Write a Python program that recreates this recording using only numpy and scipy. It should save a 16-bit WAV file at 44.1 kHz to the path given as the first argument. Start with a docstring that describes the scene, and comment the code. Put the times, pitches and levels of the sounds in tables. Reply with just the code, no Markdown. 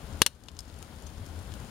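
"""In a domed brick oven burns a wood fire: low roar, soft hiss and fine sizzle, as filtered noise and ticks.
A log pops twice, very loudly, among smaller crackles; each is a spike, a noise burst and decaying echoes,
filtered by the resonances of the wood. The flames are stereo noise that follows a slow draught.
Gain control ducks the fire at the pops and lets it swell back over about a second; loud peaks clip."""
import sys
import numpy as np
from scipy import signal
from scipy.fft import rfft, irfft, next_fast_len
from scipy.io import wavfile
from scipy.ndimage import uniform_filter1d

SR = 44100
rng = np.random.default_rng(int(sys.argv[2]) if len(sys.argv) > 2 else 0)


def bounce(signal):
    """Save signal as a 16-bit WAV file at the path given by the first command-line argument."""
    frames = np.transpose(np.atleast_2d(signal))
    limited = np.clip(frames, -1, 1)
    pcm = np.round(limited * 32767).astype(np.int16)
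    wavfile.write(sys.argv[1], SR, pcm)


N = 74970
SIZE = next_fast_len(N + SR // 2)   # transform length, with room for filter tails
HZ = np.maximum(np.arange(SIZE // 2 + 1) * SR / SIZE, 1)
T = np.arange(N) / SR

# spectrum of small splits in the wood: f/Hz, relative level/dB
SPLIT_SPECTRUM = [(100, -58), (900, 14), (2000, 1), (3200, 11.5), (7000, 16), (10000, 7.5), (13000, 2.5),
                  (16000, -14)]
CRACKLE_RIGHT_DB = -11   # right channel against left, for crackles and sizzle


def from_db(db):
    """Logarithmic level: 20 dB is a factor of ten in amplitude."""
    return 10 ** (np.asarray(db) / 20)


def curve(points):
    """Spectral envelope: a table of (f/Hz, value) interpolated over log frequency."""
    hz, value = np.transpose(points)
    return np.interp(np.log(HZ), np.log(hz), value)


def bump(hz, width_hz):
    """Resonance: a Lorentzian of height 1, with its full width at half height."""
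    return 1 / (1 + (2 * (HZ - hz) / width_hz) ** 2)


def coloured(x, gain):
    """Minimum-phase filtering: folding the cepstrum gives a causal filter with this gain."""
    cepstrum = irfft(np.log(gain + 1e-9), SIZE)[:SIZE // 2]
    response = np.exp(rfft(2 * cepstrum, SIZE) - cepstrum[0])
    return irfft(rfft(x, SIZE) * response, SIZE)[..., :N]


def stereo_noise(alike):
    """Coherence: white noise in two channels that share the given fraction at each frequency."""
    left, other = rfft(rng.standard_normal((2, SIZE)))
    alike = np.clip(alike, 0, 1)
    right = alike * left + np.sqrt(1 - alike ** 2) * other
    return irfft(np.array([left, right]), SIZE)[:, :N]


def panned(x, right_db):
    """Interchannel level difference: the right channel is scaled against the left."""
    return x * from_db([[0], [right_db]])


def starting_at(x, s):
    """Pure delay: a sound is shifted to its moment."""
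    delay = max(int(s * SR), 0)
    return np.pad(x, ((0, 0), (delay, 0)))[:, :N]


def flutter():
    """Low-pass noise: slow random wavering with zero mean and spread 1."""
    half_amplitude_hz = 26
    slow = irfft(rfft(rng.standard_normal(SIZE)) / (1 + (HZ / half_amplitude_hz) ** 2), SIZE)[:N]
    return (slow - slow.mean()) / slow.std()


def evened(x):
    """Spectral whitening: division by the smoothed spectrum leaves about unit energy."""
    smooth_hz = 450
    power = np.abs(rfft(x, SIZE)) ** 2
    for _ in range(3):
        power = uniform_filter1d(power, size=int(smooth_hz * SIZE / SR))
    return coloured(x, 1 / np.sqrt(power))


def crack():
    """Impulsive fracture: a spike, a burst of tearing fibres, then duller decaying echoes."""
    # reverberation of the dome, then the room: starting level/dB, t60/s
    decays = [(-7, 0.043), (-37.5, 0.27)]
    burst_s, spike_db = 0.0017, 10.5   # spike against the unit noise of the burst
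    alike_hz, dull_hz = 3800, 7750   # channels differ above the first; bricks return less above the second
    alike = 1 / (1 + (HZ / alike_hz) ** 2)
    burst = stereo_noise(alike) * np.exp(-.5 * (T / burst_s) ** 4)
    burst[:, 0] = from_db(spike_db)
    fading = np.sqrt(sum(from_db(db - 60 * T / t60) ** 2 for db, t60 in decays))
    low_pass = signal.butter(1, dull_hz, fs=SR)
    echoes = signal.lfilter(*low_pass, stereo_noise(alike) * fading)
    return np.array([evened(side) for side in burst + echoes])


def pops():
    """Pressure release and modal ringing: a puff of gas escapes, then the log cracks and rings."""
    # gas pockets bursting in a log: t/s, level before colouring/dB, bass boost/dB, puff of gas/dB
    pockets = [(0.2185, 24, 0.5, -1.5), (0.2635, 23.5, -7, -11)]
    # spectrum of a pop: f/Hz, relative level/dB
    pop_spectrum = [(40, -10.5), (200, -11.5), (500, -3), (760, -10), (1900, -2.5), (2500, -7.5),
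                    (3300, -2), (5200, -6), (8000, -6), (10000, 1), (12500, -12), (16000, -19)]
    # resonances of the log: f/Hz, width/Hz, boost/dB
    log_modes = [(910, 260, 6), (1515, 220, 4), (2870, 340, 10), (3620, 130, 2.5), (4340, 300, 7.5),
                 (5780, 350, 11.5), (6130, 110, 1), (6650, 210, 4.5), (7570, 380, 8), (10020, 290, 0),
                 (10270, 790, -7)]
    # right channel against left: f/Hz, level/dB
    right_spectrum = [(200, -10.5), (1200, -11.5), (2600, -6.3), (6000, -11), (11000, -10)]
    bass_hz = 2000
    puff_decay_s, puff_lead_s = 0.00037, 0.00063   # gas escapes this long before the crack
    log_db = curve(pop_spectrum) + sum(db * bump(hz, width) for hz, width, db in log_modes)
    bass = 1 / (1 + (HZ / bass_hz) ** 4)
    puff = -np.exp(-T / puff_decay_s) * np.ones((2, 1))
    out = 0
    for s, db, bass_db, puff_db in pockets:
        ringing = coloured(crack(), from_db(db + log_db + bass_db * bass))
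        out = out + starting_at(ringing, s)
        out = out + starting_at(from_db(puff_db) * puff, s - puff_lead_s)
    return np.array([out[0], coloured(out[1], from_db(curve(right_spectrum)))])


def crackles():
    """Resonance under impact: each small split, bright or dull, rings a splinter at its own pitch."""
    # splits: t/s, level/dB, splinter f/Hz, resonance width/Hz, its height/dB, treble tilt/dB per octave
    splits = [(0.0686, -28.5, 11700, 2940, 21, -4), (0.1856, -34, 6460, 900, 0, 6),
              (0.4371, -19, 7400, 2500, 0, 2), (0.485, -8, 3140, 1290, 10, -4.5),
              (0.5164, -25, 3000, 900, 3, 3), (0.5673, -18, 6370, 900, 9, -5),
              (0.5903, -3.5, 5120, 650, 13, 2.5), (0.6054, -14, 5150, 500, 12, 5),
              (0.6989, -24, 3930, 905, 9, -5), (0.7878, -22, 10640, 705, 30, 0),
              (0.8265, -14.5, 2600, 1205, 18, 4.5), (1.0225, -24, 2840, 900, 12, 4),
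              (1.068, -16.5, 6130, 606, 14, -1), (1.263, -22.5, 5270, 1200, 9, 10),
              (1.4273, -29, 10500, 2000, 12, 11), (1.5201, -22, 3370, 1400, 7, -4),
              (1.5386, -18, 2870, 1000, 10, -0.5), (1.554, -31, 14200, 900, 20, 10)]
    tilt_from_hz = 2400
    colour_db = curve(SPLIT_SPECTRUM)
    octaves = np.log2(np.maximum(HZ / tilt_from_hz, 1))
    out = 0
    for s, db, hz, width_hz, ring_db, tilt_db in splits:
        gain = from_db(colour_db + ring_db * bump(hz, width_hz) + tilt_db * octaves)
        gain = gain / np.sqrt(np.mean(gain ** 2))   # equal energy before the level is set
        out = out + starting_at(coloured(crack(), from_db(db) * gain), s)
    return panned(out, CRACKLE_RIGHT_DB)


def sizzle():
    """Random point process: tiny independent ticks from the embers, all of one crack shape."""
    ticks_per_s = 60
    least_db, spread_db = -42, 2.0   # before colouring; exponential spread upward, capped at 3 times
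    born = rng.random(N) < ticks_per_s / SR
    sizes = from_db(least_db + spread_db * np.minimum(rng.exponential(1, N), 3))
    ticks = signal.fftconvolve((born * sizes)[None], crack(), axes=1)[:, :N]
    return panned(coloured(ticks, from_db(curve(SPLIT_SPECTRUM))), CRACKLE_RIGHT_DB)


def flames():
    """Turbulent combustion noise: rumble, roar and gas hiss follow the draught; flares swell the rumble."""
    # spectral density of the flames: f/Hz, level/dB per Hz
    roar_spectrum = [(10, -76), (28, -77), (46, -60), (57, -58.5), (84, -53.5), (100, -62.5), (125, -64),
                     (165, -71), (200, -69), (350, -77), (550, -78.5), (1000, -83), (1230, -86.5),
                     (1470, -84.5), (2000, -96.5), (5000, -113)]
    # spectral density of escaping gas: f/Hz, level/dB per Hz
    hiss_spectrum = [(200, -101), (1500, -88.5), (2500, -91.5), (3100, -89), (3900, -91.5), (6500, -93.5),
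                     (10000, -95.5), (12000, -101), (15500, -104.5)]
    # left-right likeness: f/Hz, coherence/0-1
    likeness = [(60, 0.93), (300, 0.96), (700, 0.64), (1500, 0.25), (3100, 0.23), (12000, 0.01)]
    # strength of the flames: t/s, level/dB
    draught = [(0, 0), (.18, 1.64), (.38, -2.8), (.52, -2.1), (.66, -1), (.8, 0.2), (.95, 0.2), (1.1, -0.5),
               (1.25, 0.2), (1.42, 1), (1.55, 1.3), (1.7, 1.4)]
    # flares: t/s, swell of the rumble/dB
    flares = [(0.05, 4.5), (0.19, 3.5), (0.34, 4.5), (0.51, 4.5), (0.595, 3.5), (0.77, 0), (0.95, 2.5),
              (1.212, 9.5), (1.409, 5.5), (1.485, 2), (1.58, -0.5)]
    flare_s, flutter_db = 0.017, 1.1   # standard deviations
    rumble_db, rumble_below_hz = -2.5, 150
    roar_right_db, hiss_right_db = -9, -8
    draught_db = np.interp(T, *np.transpose(draught))
    alike = curve(likeness)
    per_hz = np.sqrt(SR / 2)   # unit white noise to unit density
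    flare_db = sum(db * np.exp(-.5 * ((T - s) / flare_s) ** 2) for s, db in flares)
    low = 1 / (1 + (HZ / rumble_below_hz) ** 6)   # share of the power that is rumble
    colour = per_hz * from_db(curve(roar_spectrum))
    rumble = coloured(stereo_noise(alike), colour * np.sqrt(low))
    rumble = rumble * from_db(rumble_db + flare_db)
    roar = coloured(stereo_noise(alike), colour * np.sqrt(1 - low))
    roar = roar * from_db(flutter_db * flutter())
    hiss = coloured(stereo_noise(alike), per_hz * from_db(curve(hiss_spectrum)))
    strength = from_db(draught_db)
    return panned((rumble + roar) * strength, roar_right_db) + panned(hiss * strength, hiss_right_db)


def scene():
    """Superposition: everything that sounds in the oven adds."""
    return pops() + crackles() + sizzle() + flames()


def gain_control(x):
    """Dynamic compression: peaks in the left channel duck both; the gain holds, then creeps back."""
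    threshold_db, max_duck_db = -25, 8.5
    attack_s, hold_s, release_s = 0.0042, 0.1, 0.34
    level_db = 10 * np.log10(np.maximum(uniform_filter1d(x[0] ** 2, size=32), 1e-12))
    over_db = np.clip(level_db - threshold_db, 0, max_duck_db)
    fading = np.exp(-T / release_s)
    released = np.maximum.accumulate(over_db / fading) * fading
    # the release as it stood one hold time earlier, never above the deepest duck so far
    late_release = released * np.exp(hold_s / release_s)
    held = np.maximum(released, np.minimum(np.maximum.accumulate(over_db), late_release))
    r = np.exp(-1 / (attack_s * SR))
    duck_db = signal.lfilter([1 - r], [1, -r], held)
    return x * from_db(-duck_db)


def record(dry):
    """Nonlinear overload: gain control and two narrow treble notches, then clipping and a steep top cut."""
    # notches: f/Hz, width/Hz
    notches = [(5900, 310), (7850, 360)]
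    cutoff_hz = 16000
    x = gain_control(dry)
    for hz, width_hz in notches:
        x = signal.lfilter(*signal.iirnotch(hz, hz / width_hz, fs=SR), x)
    top_cut = 1 / (1 + (HZ / cutoff_hz) ** 120)
    return irfft(rfft(np.clip(x, -1, 1), SIZE) * top_cut, SIZE)[:, :N]


dry = scene()
out = record(dry)
bounce(out)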